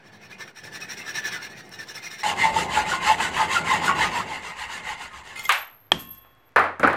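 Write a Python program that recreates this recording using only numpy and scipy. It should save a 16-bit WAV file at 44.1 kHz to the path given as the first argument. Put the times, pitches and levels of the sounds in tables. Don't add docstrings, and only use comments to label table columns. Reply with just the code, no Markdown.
import sys
import numpy as np
from scipy import signal
from scipy.fft import rfft, irfft, next_fast_len
from scipy.io import wavfile
from scipy.ndimage import uniform_filter1d

SR = 44100
rng = np.random.default_rng(int(sys.argv[2]) if len(sys.argv) > 2 else 0)


def transcribe(u):
    v = np.clip(np.atleast_2d(u).T, -1, 1)
    q = np.round(v * 32767).astype(np.int16)
    wavfile.write(sys.argv[1], SR, q)


N = 306936
HZ = np.fft.rfftfreq(next_fast_len(N + SR), 1 / SR)

# (pitch [Hz], relative strength [dB])
AIR_SHAPE = [(60, -40), (100, -3.5), (160, -15.5), (270, -14.5), (430, -15.5), (650, -14), (1740, -18),
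             (4000, -32.5), (12000, -49), (16000, -84.5)]
AIR_DB = -60.5
# (pitch [Hz], time to fall by 60 dB [s])
ROOM_FADES = [(150, 0.4), (600, 0.37), (1700, 0.35), (4600, 0.3), (9000, .28), (12000, 0.26),
              (15000, 0.066)]

# (turn time [s], level at the crest before unevenness [dB])
STROKES = [(0.025, -54), (0.113, -51), (0.194, -49.5), (0.29, -46), (0.37, -42), (0.457, -52), (0.535, -46),
           (0.626, -41.5), (0.708, -41.5), (0.795, -40.5), (0.872, -38.5), (0.962, -40), (1.046, -37.5),
           (1.134, -31.5), (1.227, -32.5), (1.309, -34), (1.397, -40.5), (1.492, -46.5), (1.548, -45),
           (1.632, -53.5), (1.7, -46.5), (1.778, -43), (1.861, -41.5), (1.936, -39.5), (2.011, -40.5),
           (2.098, -41.5), (2.174, -42), (2.234, -27.5), (2.347, -25), (2.519, -28.5), (2.681, -24.5),
           (2.85, -28.5), (2.998, -22), (3.168, -27.5), (3.311, -25), (3.48, -26), (3.633, -23.5),
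           (3.809, -26.5), (3.941, -23), (4.105, -31), (4.254, -34), (4.408, -38), (4.55, -33),
           (4.677, -35.5), (4.822, -33), (4.966, -39), (5.1, -41), (5.229, -44.5), (5.354, -50.5),
           (5.445, -61)]
LONG_FROM_S, SAW_ENDS_S = 2.233, 5.49
# (crest as share of the stroke [0-1], chips against the crest [dB],
# teeth passing at full speed [Hz], extra bench rumble [dB], extra level at the turn [dB])
QUICK_WAYS = [(.55, -0.3, 2100, -1.5, 1.5), (0.3, -1.5, 2300, 1, 2)]
LONG_WAYS = [(.45, -4, 1443, 1.2, 1.2), (.55, -8.5, 876.1, -0.64, -1.2)]
# (time [s], level [dB])
TURN_LEVELS = [(0, -59), (.37, -57), (.457, -48.5), (.535, -66), (.63, -53), (1, -47), (1.3, -40.5),
               (1.68, -56), (1.8, -51), (2.2, -47), (2.234, -28.5), (2.35, -38), (3.5, -36), (4.1, -35),
               (4.4, -43.5), (4.8, -41.5), (5.23, -51), (5.4, -38)]
# (time [s], brief change in level [dB])
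BUMPS = [(0.407, 6), (.477, 14), (.57, 3), (.753, 6), (1.422, 7), (1.72, 2.5), (1.79, 4), (1.875, -2),
         (3.202, 6.5), (4.132, 4), (4.157, 1)]
# (time [s], added to the chips [dB])
GRITTINESS = [(0, -6), (.4, -3), (.8, 0.5), (1.5, -2), (1.75, 0.5), (2.22, 2.5), (2.25, 1.5), (3, 1),
              (4.3, -.5), (5.3, 0.5), (5.4, 2.5)]
# (time [s], level [dB])
RUMBLE_LEVELS = [(0, -55.5), (.44, -49.5), (.58, -59), (.66, -48), (1, -49), (1.25, -46.5), (2.22, -53),
                 (2.28, -37), (2.6, -31.5), (3.1, -38), (3.9, -31.5), (4.3, -38.5), (4.6, -54), (4.8, -46),
                 (5.15, -54.5), (5.45, -52.5)]
# (pitch [Hz], width [Hz], strength in long strokes [dB], strength in quick strokes [dB])
BLADE_MODES = [(870, 45, 6, 6), (1068, 25, 5, 2), (1240, 25, 1, 3), (1442, 30, -1, -4), (1750, 60, -1, -2),
               (1910, 45, 4, -2), (2115, 30, 5, -2), (2790, 80, -3, 0), (2965, 50, 0, -2),
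               (3990, 45, 0, -4)]
# (pitch [Hz], relative power per hertz [dB])
QUICK_BODY = [(210, -37), (350, 0), (610, -12), (754, -4), (1230, -3.5), (1740, 3), (1960, -1), (2480, -1),
              (3130, -5.5), (4140, -13), (4570, -7.5), (5000, -29), (6500, -50), (11000, -120)]
LONG_BODY = [(210, -57), (350, -15.5), (667, -7), (872, 1), (1080, 4.5), (1160, -2.5), (1350, -4),
             (1720, -0.5), (2100, 3.5), (2370, -5.5), (2770, -0.5), (3170, -9.5), (5000, -22),
             (6500, -56.5), (11000, -120)]
# (pitch [Hz], relative power per hertz [dB])
QUICK_GRIT = [(1760, -30), (3000, -8), (3130, -61), (3500, -2), (4140, 1), (4630, -14.5), (5600, 6),
              (6170, -5.5), (6390, -10.5), (8700, -11), (11300, -22), (15000, -15), (16000, -24)]
LONG_GRIT = [(1760, -50), (3000, 0), (3170, -5), (4110, -6.5), (5000, -8.5), (5400, -14), (6670, -8.5),
             (7510, -8.5), (9460, -18.5), (13500, -28.5), (16000, -40)]
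# (pitch [Hz], relative power per hertz [dB])
QUICK_RUMBLE = [(15, -71), (25, -39), (48, -24), (119, -1), (208, 1.5), (253, -7), (354, -3.5), (617, -9.5),
                (700, -6.5), (910, -8), (1540, -120)]
LONG_RUMBLE = [(47, -33), (80, -1), (134, -5), (171, 4), (200, -1), (306, -5), (371, -1.5), (568, -5.5),
               (700, -4), (910, 3.5), (1540, -120)]

# (time [s], length [s], pitch [Hz], peak level before roughness [dB])
SQUAWKS = [(0.331, 0.017, 2496, -43.5), (0.73, 0.022, 1760, -53), (0.824, 0.0099, 2530, -36.5),
           (1.013, 0.017, 2680, -39.5), (1.086, 0.02, 1650, -38), (1.256, 0.032, 1740, -30),
           (1.343, 0.022, 1993, -35.5), (1.344, 0.041, 1724, -41), (1.441, 0.015, 1670, -47),
           (1.741, 0.028, 1766, -47), (1.795, 0.024, 1790, -36.5), (1.969, 0.02, 1767, -44),
           (2.07, 0.012, 2120, -34.5), (2.136, 0.041, 1770, -46), (2.253, 0.027, 840, -20.5),
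           (2.32, 0.04, 828, -26.5), (2.428, 0.03, 2060, -23), (2.451, 0.026, 880, -17.5),
           (2.568, 0.016, 904, -18.5), (2.78, 0.028, 860, -17.5), (2.922, 0.013, 1460, -20),
           (2.938, 0.013, 1085, -22.5), (3.105, 0.021, 874, -14), (3.206, 0.014, 880, -21),
           (3.245, 0.037, 1486, -28), (3.41, 0.033, 880, -22.5), (3.561, 0.013, 1436, -11.5),
           (3.71, 0.019, 1061, -21.5), (3.743, 0.019, 862, -20), (3.747, 0.027, 1908, -21.5),
           (3.879, 0.013, 1423, -16), (3.901, 0.019, 1098, -16), (3.997, 0.038, 971, -26),
           (4.021, 0.037, 880, -23.5), (4.163, 0.025, 951.4, -22), (4.306, 0.016, 886, -29),
           (4.451, 0.021, 984, -38.5), (4.624, 0.043, 1910, -37.5), (4.699, 0.0069, 944, -39),
           (4.901, 0.041, 1850, -43), (5.01, 0.015, 930, -41.5), (5.129, 0.037, 1250, -43.5)]
FAINT_DB, FAINT_S = -3, .028

# (time [s], level [dB], centre pitch [Hz], room against the click [dB])
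TICKS = [(1.693, -44, 10000, 3), (5.994, -45, 9000, 28), (6.122, -52, 8060, 18), (6.149, -48, 8000, 15),
         (6.248, -41, 1140, 11), (6.35, -61, 8920, 8)]

# (time [s], level before the dip [dB])
SWAY_LEVELS = [(2.241, -55.5), (2.6, -41), (2.95, -44.5), (3.25, -46), (3.6, -53), (3.95, -43),
               (4.4, -55.5), (5, -50.5), (5.49, -61), (5.75, -76.5)]
SWAY_DIP_DB = -10

# (pitch [Hz], width [Hz], strength [dB])
FREE_BLADE_MODES = [(1385, 50, -5.5), (2100, 29, 5.5), (2490, 40, -5), (2970, 33, -2), (3260, 80, -8),
                    (3480, 74, -15), (4300, 179, -16), (5390, 43, -14), (6260, 29, -9), (6660, 62, -15),
                    (6970, 28, -14), (7550, 29, -11), (8300, 230, -23), (9100, 65, -19), (9400, 32, -18.5),
                    (10800, 66, -24)]
# (time [s], level before flicker [dB])
SKID_PUSH = [(5.345, -71), (5.36, -39.5), (5.4, -36), (5.415, -39), (5.43, -38.5), (5.445, -43),
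             (5.455, -36), (5.49, -62)]

# (time [s], level before flutter [dB], average split each way [Hz])
END_RING = [(5.43, -45, 22), (5.51, -51, 28), (5.63, -43.5, 28), (5.66, -53, 43), (5.861, -59, 137),
            (5.9, -71, 150), (5.985, -56, 230), (6.0, -38, 121), (6.04, -51, 100), (6.124, -40, 25.9),
            (6.16, -57, 21), (6.18, -48, 22), (6.37, -80, 14.6), (6.474, -67, 11), (6.55, -92, 12)]
RING_HZ = 12742

# (time [s], relative level [dB], relative treble [dB],
# relative bass [dB], favoured pitch [Hz], relative ring [dB])
CUT_KNOCKS = [(5.4923, -8, -17.5, -38.5, 1180, -10), (5.5215, -29, 2.5, -33, 2220, -19)]
FAR_KNOCKS = [(6.5606, -3.5, -33, -16.5, 1624, -16), (6.5675, -17.5, -37, -23, 900, -19),
              (6.5937, -22.5, -18.5, 0, 1220, -20.5), (6.602, -40, -36, -19, 1230, -14),
              (6.639, -17, -34, -15, 1230, -21), (6.7963, -22.5, -19.5, 6.5, 1370, -21),
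              (6.8307, -8, -38, -2, 1480, -11.5), (6.834, -12.5, -47, -21, 584, -11.5),
              (6.842, -29, -42, 1, 1300, -7.5), (6.849, -32, -38, -9, 264, -11.5),
              (6.874, -14, -26.5, 0, 1490, -9.5), (6.899, -16.5, -41, -19, 710, -23),
              (6.93, -18.5, -28.5, -12, 1240, -23)]
CUT_MODES_HZ = [1190, 2100]
FAR_MODES_HZ = [279, 570, 720, 900, 1216, 1320, 1495, 1620]
CUT_LOW_HZ, CUT_HIGH_HZ = 690, 2850
FAR_LOW_HZ, FAR_HIGH_HZ = 413, 1985
BOOM_HZ, BOOM_T60_S = 91.6, 0.57
SHOULDER_HZ, SHOULDER_DB = 3970, -28
FAVOUR_OCTAVES, CRACK_DB = 0.13, 11

# (pitch [Hz], starting strength [dB], time to fall by 60 dB [s])
FRAME_MODES = [(854, 6.5, 0.0057), (1130, -15, 0.025), (1800, -11.5, 0.026), (2540, -6, 0.013),
               (3235, 5.5, 0.011), (4100, -12.5, 0.013), (5580, -18, .004), (7130, -22.5, .005),
               (8400, -23, .004), (9800, -7.5, 0.0015), (11500, -15.5, 0.0029), (14840, -29, .005),
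               (1075, -47, 1.38), (1770, -51, 1), (2660, -53.5, 1.2), (2826, -49.5, 0.75),
               (3210, -43, 0.42), (3330, -47.5, 1.27), (168, -34, 0.27), (216, -35.5, 0.32),
               (272, -36, 0.25), (362, -25.5, 0.11), (107, -50.5, 1.1), (58.3, -48, 1.3)]
CLANK_S, CLANK_DB = 5.9188, 0.5

EDGE_HZ, OFFSET = 16280, .0006


def gain_of(db):
    return 10 ** (np.asarray(db) / 20)


def evened(x):
    return x / np.sqrt(np.mean(abs(x) ** 2) + 1e-20)


def read(points, hz):
    f, value = np.transpose(points)
    return np.interp(np.log(hz + 1), np.log(f + 1), value)


def over_time(points, t):
    return np.interp(t, *np.transpose(points))


def colour(x, response):
    return irfft(rfft(x, 2 * len(HZ) - 2) * evened(response))[:N]


def mode(hz, width):
    return 1 / (1 + 2j * (HZ - hz) / width)


def wander(seconds):
    size = max(round(seconds * SR), 2)
    once = uniform_filter1d(rng.standard_normal(N), size)
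    return evened(uniform_filter1d(once, size))


def placed(s, sound):
    return np.append(np.zeros(round(s * SR)), np.append(sound, np.zeros(N)))[:N]


def patchy(x, depth_db, frames, bins):
    z = signal.stft(x, nperseg=1024, noverlap=768)[2]
    field = uniform_filter1d(rng.standard_normal(z.shape), bins, 0)
    field = evened(uniform_filter1d(field, frames, 1))
    gain = gain_of(depth_db * field)
    return signal.istft(z * evened(gain), nperseg=1024, noverlap=768)[1][:N]


def room():
    size = 3 * SR // 4
    hz, t, z = signal.stft(rng.standard_normal(size), SR, nperseg=256, noverlap=128)
    fade = gain_of(-60 * t / read(ROOM_FADES, hz)[:, None])
    tail = signal.istft(z * fade, SR, nperseg=256)[1][:size]
    tail *= 1 - np.exp(-np.arange(size) / (0.00027 * SR))
    return np.append(tail, np.zeros(SR - size)) / np.linalg.norm(tail)


def still_air():
    return gain_of(AIR_DB) * colour(rng.standard_normal(N), gain_of(read(AIR_SHAPE, HZ)))


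def bumps():
    t = np.arange(1500) / SR
    return sum(placed(s, db * np.exp(-t / 0.0106)) for s, db in BUMPS)


def strokes(rows, start_s, end_s, pitch_factor, column, ways, body, grit, rumble,
            teeth_db, lumps_db, bite, lift, slack_db):
    turn_s, crest_db = np.transpose(rows)
    share, grit_db, teeth_hz, rumble_db, turn_db = np.resize(ways, (len(rows), 5)).T
    t = np.arange(N) / SR

    length_s = np.minimum(np.diff(turn_s, append=end_s), 1.15 * np.median(np.diff(turn_s)))
    crest_s = turn_s + np.clip(share, .1, .9) * length_s
    knots = np.append(np.ravel([turn_s, crest_s], "F"), end_s)
    travel = np.interp(t, knots, np.arange(len(knots)) / 2)
    speed = abs(np.sin(np.pi * travel))
    now = np.minimum(travel.astype(int), len(rows) - 1)
    live = uniform_filter1d(1. * (t > start_s) * (t < end_s), 40)

    rest_db = np.interp(t, turn_s, turn_db + over_time(TURN_LEVELS, turn_s))
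    contact = np.clip((speed - lift) / (1 - lift), 0, 1) ** bite
    level_db = rest_db + (crest_db[now] - rest_db) * contact
    catch = gain_of(lumps_db * wander(0.00787) + bumps())

    passed = np.cumsum(teeth_hz[now] * speed ** .35 * (1 + .03 * wander(.01))) / SR
    tooth_passes = np.diff(np.floor(passed), prepend=0)
    teeth = evened(tooth_passes * (1 + 1.35 * rng.standard_normal(N)))
    grain = evened(gain_of(1.37 * wander(0.00038)))
    scrape = rng.standard_normal(N) * grain + gain_of(teeth_db) * teeth

    modes = sum(abs(gain_of(m[column]) * mode(pitch_factor * m[0], pitch_factor * m[1])) ** 2
                for m in BLADE_MODES)
    ringing = gain_of(read(body, HZ)) * np.sqrt(1 + modes)
    rasp = colour(scrape * catch * gain_of(level_db), ringing)
    rasp = patchy(rasp, depth_db=3.0, frames=5, bins=4) * live

    chips_db = level_db + np.interp(t, crest_s, grit_db) + over_time(GRITTINESS, t)
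    chips_db -= slack_db * (1 - contact)
    chips = rng.standard_normal(N) * np.sqrt(catch) * grain * live * gain_of(chips_db)
    chips = colour(chips, gain_of(read(grit, HZ)))
    chips = patchy(chips, depth_db=3.5, frames=6, bins=3) * live

    shake_db = over_time(RUMBLE_LEVELS, t) + np.interp(t, crest_s, rumble_db) + 1.4 * (speed - 1)
    shaking = rng.standard_normal(N) * live * gain_of(shake_db)
    return rasp + chips + colour(shaking, gain_of(read(rumble, HZ)))


def saw():
    quick = [row for row in STROKES if row[0] < LONG_FROM_S]
    early = strokes(quick, 0, LONG_FROM_S, pitch_factor=2, column=3, ways=QUICK_WAYS,
                    body=QUICK_BODY, grit=QUICK_GRIT, rumble=QUICK_RUMBLE,
                    teeth_db=-21.5, lumps_db=0.5, bite=0.59, lift=0.35, slack_db=7.0)
    late = strokes(STROKES[len(quick):], LONG_FROM_S, SAW_ENDS_S, pitch_factor=0.98, column=2,
                   ways=LONG_WAYS, body=LONG_BODY, grit=LONG_GRIT, rumble=LONG_RUMBLE,
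                   teeth_db=-8, lumps_db=0.5, bite=0.94, lift=0.038, slack_db=6.0)
    return early + late


def faint_chatter():
    turn_s, crest_db = np.transpose(STROKES)
    when, which, size = rng.random((len(STROKES), 3)).T
    picked = (which * len(BLADE_MODES) * .7).astype(int)
    octave = np.where(turn_s < LONG_FROM_S, 2 - (which > .5), 1)
    hz = np.array(BLADE_MODES)[picked, 0] * octave
    s = turn_s + np.gradient(turn_s) * (.3 + .4 * when)
    return list(zip(s, FAINT_S * (.6 + 1.0 * size), hz, crest_db + FAINT_DB))[1:-1]


def squawks():
    out, wobble, rough = np.zeros(N), wander(0.017), wander(0.0021)
    for s, length, hz, db in SQUAWKS + faint_chatter():
        at = np.arange(round((s - 2 * length) * SR), round((s + 4 * length) * SR))
        u = (at / SR - s) / length
        swell = np.exp(-(u / np.where(u < 0, .55, 1.05)) ** 2) * gain_of(db + 3.96 * rough[at])
        turns = np.cumsum(hz * (1 - 0.0123 * u + 0.0087 * wobble[at])) / SR
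        out[at] += swell * (np.sin(2 * np.pi * turns) + 0.11 * np.sin(4 * np.pi * turns))
    return out + gain_of(-9) * signal.fftconvolve(out, room())[:N]


def ticks():
    out, t, f = np.zeros(N), np.arange(SR) / SR, np.fft.rfftfreq(SR, 1 / SR)
    for s, db, hz, room_db in TICKS:
        click = rng.standard_normal(SR) * np.exp(-t / 0.0013) + gain_of(room_db) * room()
        band = evened(1 / (1 + 1.2j * (f - hz) / hz) ** 2)
        out += placed(s, gain_of(db) * irfft(rfft(click) * band))
    return out


def sway():
    t = np.arange(N) / SR
    travel = np.interp(t, np.transpose(STROKES)[0], np.arange(len(STROKES)))
    dip_db = SWAY_DIP_DB * np.sin(np.pi * (travel - .55) / 2) ** 2
    live = (t > SWAY_LEVELS[0][0]) * (t < SWAY_LEVELS[-1][0])
    push = rng.standard_normal(N) * gain_of(over_time(SWAY_LEVELS, t) + dip_db) * live
    return colour(push, mode(63.5, 30) ** 2)


def skid():
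    t = np.arange(N) / SR
    live = (t > SKID_PUSH[0][0]) * (t < SKID_PUSH[-1][0])
    push = gain_of(over_time(SKID_PUSH, t) + 4.1 * wander(0.0029)) * live * rng.standard_normal(N)
    bare = gain_of(-23) / (1 + 1j * HZ / 7000) ** 2
    modes = sum(gain_of(db) * mode(hz, width) for hz, width, db in FREE_BLADE_MODES)
    return patchy(colour(push, bare + modes), depth_db=3.5, frames=3, bins=12)


def cut_end():
    s, level_db, split_hz = np.transpose(END_RING)
    t = np.arange(N) / SR
    spin_hz = np.interp(t, s, split_hz)
    spin = np.cumsum(spin_hz * (1 + .3 * wander(.006))) / SR
    split = np.clip(spin_hz / 110, .25, .7)
    warble = 1 - split + split * np.sqrt(2) * np.cos(2 * np.pi * spin)
    warble /= np.hypot(1 - split, split)
    level = gain_of(np.interp(t, s, level_db) + 1.6 * wander(0.013))
    level *= np.clip((t - s[0]) / 0.0026, 0, 1) * (t < s[-1])
    tone = np.sin(2 * np.pi * RING_HZ * t + 0.58 * wander(.012))
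    return np.sqrt(2) * level * warble * tone


def knocks(rows, modes_hz, low_hz, high_hz, boom_db):
    out, t, f = np.zeros(N), np.arange(SR) / SR, np.fft.rfftfreq(SR, 1 / SR) + 1
    low, high = low_hz / (1j * f), 1j * f / high_hz
    boom = np.sin(2 * np.pi * BOOM_HZ * t) * gain_of(-60 * t / BOOM_T60_S) * (1 - np.exp(-t / 0.007))
    low_cut = (1 + 1.7 * low + low ** 2) * (1 + 1.5 * low + low ** 2)
    high_cut = (1 + 1.14 * high + high ** 2) ** 2 * (1 + 1.3 * high + high ** 2)
    shoulder = gain_of(SHOULDER_DB) * (f / SHOULDER_HZ) / (1 + 1j * (f - SHOULDER_HZ) / 1300) ** 2
    for s, db, treble_db, bass_db, favoured_hz, ring_db in rows:
        treble = 1j * gain_of(treble_db + 3.0) * f / (f + 2000) / (1 + (f / 5500) ** 2)
        thump = gain_of(bass_db) * f / (f + 60) / (1 + 1j * (f - 260) / 170) ** 2
        click = 1 / (low_cut * high_cut) + treble + shoulder - thump
        echo = irfft(rfft(room()) * click)
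        crack = uniform_filter1d(np.diff(rng.standard_normal(SR + 1)), size=3) * np.exp(-t / 0.0032)
        modes = sum(np.sin(2 * np.pi * hz * t) / (1 + (np.log2(hz / favoured_hz) / FAVOUR_OCTAVES) ** 2)
                    for hz in modes_hz)
        ring = modes * (t / 0.0025) * np.exp(1 - t / 0.0026)
        heard = gain_of(db + 32.5) * echo + gain_of(db + treble_db + CRACK_DB) * crack
        out += placed(s, heard + gain_of(ring_db) * ring + gain_of(db + boom_db) * boom)
    return out


def clank():
    t = np.arange(SR) / SR
    ring = sum(gain_of(db - 60 * t / t60) * np.sin(2 * np.pi * hz * t)
               * (1 - np.exp(-t / 0.015 * (hz / 120) ** 2)) for hz, db, t60 in FRAME_MODES)
    direct = placed(CLANK_S, gain_of(CLANK_DB) * ring * (1 - np.exp(-t / 0.00053)))
    dulled = 1 / (1 + (HZ / 3500) ** 2) + 0.023 / (1 + (HZ / 11000) ** 4) + 1.5 * abs(mode(150, 200)) ** 2
    answer = colour(placed(CLANK_S, room()), dulled)
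    thud = placed(CLANK_S, rng.standard_normal(SR) * (t / 0.053) * np.exp(1 - t / 0.045))
    answer += gain_of(-37.5) * colour(thud, mode(200, 170) ** 2)
    return direct + gain_of(-22) * signal.fftconvolve(direct, room())[:N] + gain_of(-3.5) * answer


def scene():
    sawing = saw() + squawks() + sway() + skid()
    blows = knocks(CUT_KNOCKS, CUT_MODES_HZ, CUT_LOW_HZ, CUT_HIGH_HZ, boom_db=-51.5)
    blows += knocks(FAR_KNOCKS, FAR_MODES_HZ, FAR_LOW_HZ, FAR_HIGH_HZ, boom_db=-33)
    return (still_air() + sawing + ticks() + cut_end() + blows + clank())[None]


def record(dry):
    limit = signal.firwin(511, EDGE_HZ, window=("kaiser", 9), fs=SR)
    return signal.oaconvolve(np.clip(dry + OFFSET, -1, 1), limit[None], "same")


dry = scene()
out = record(dry)
transcribe(out)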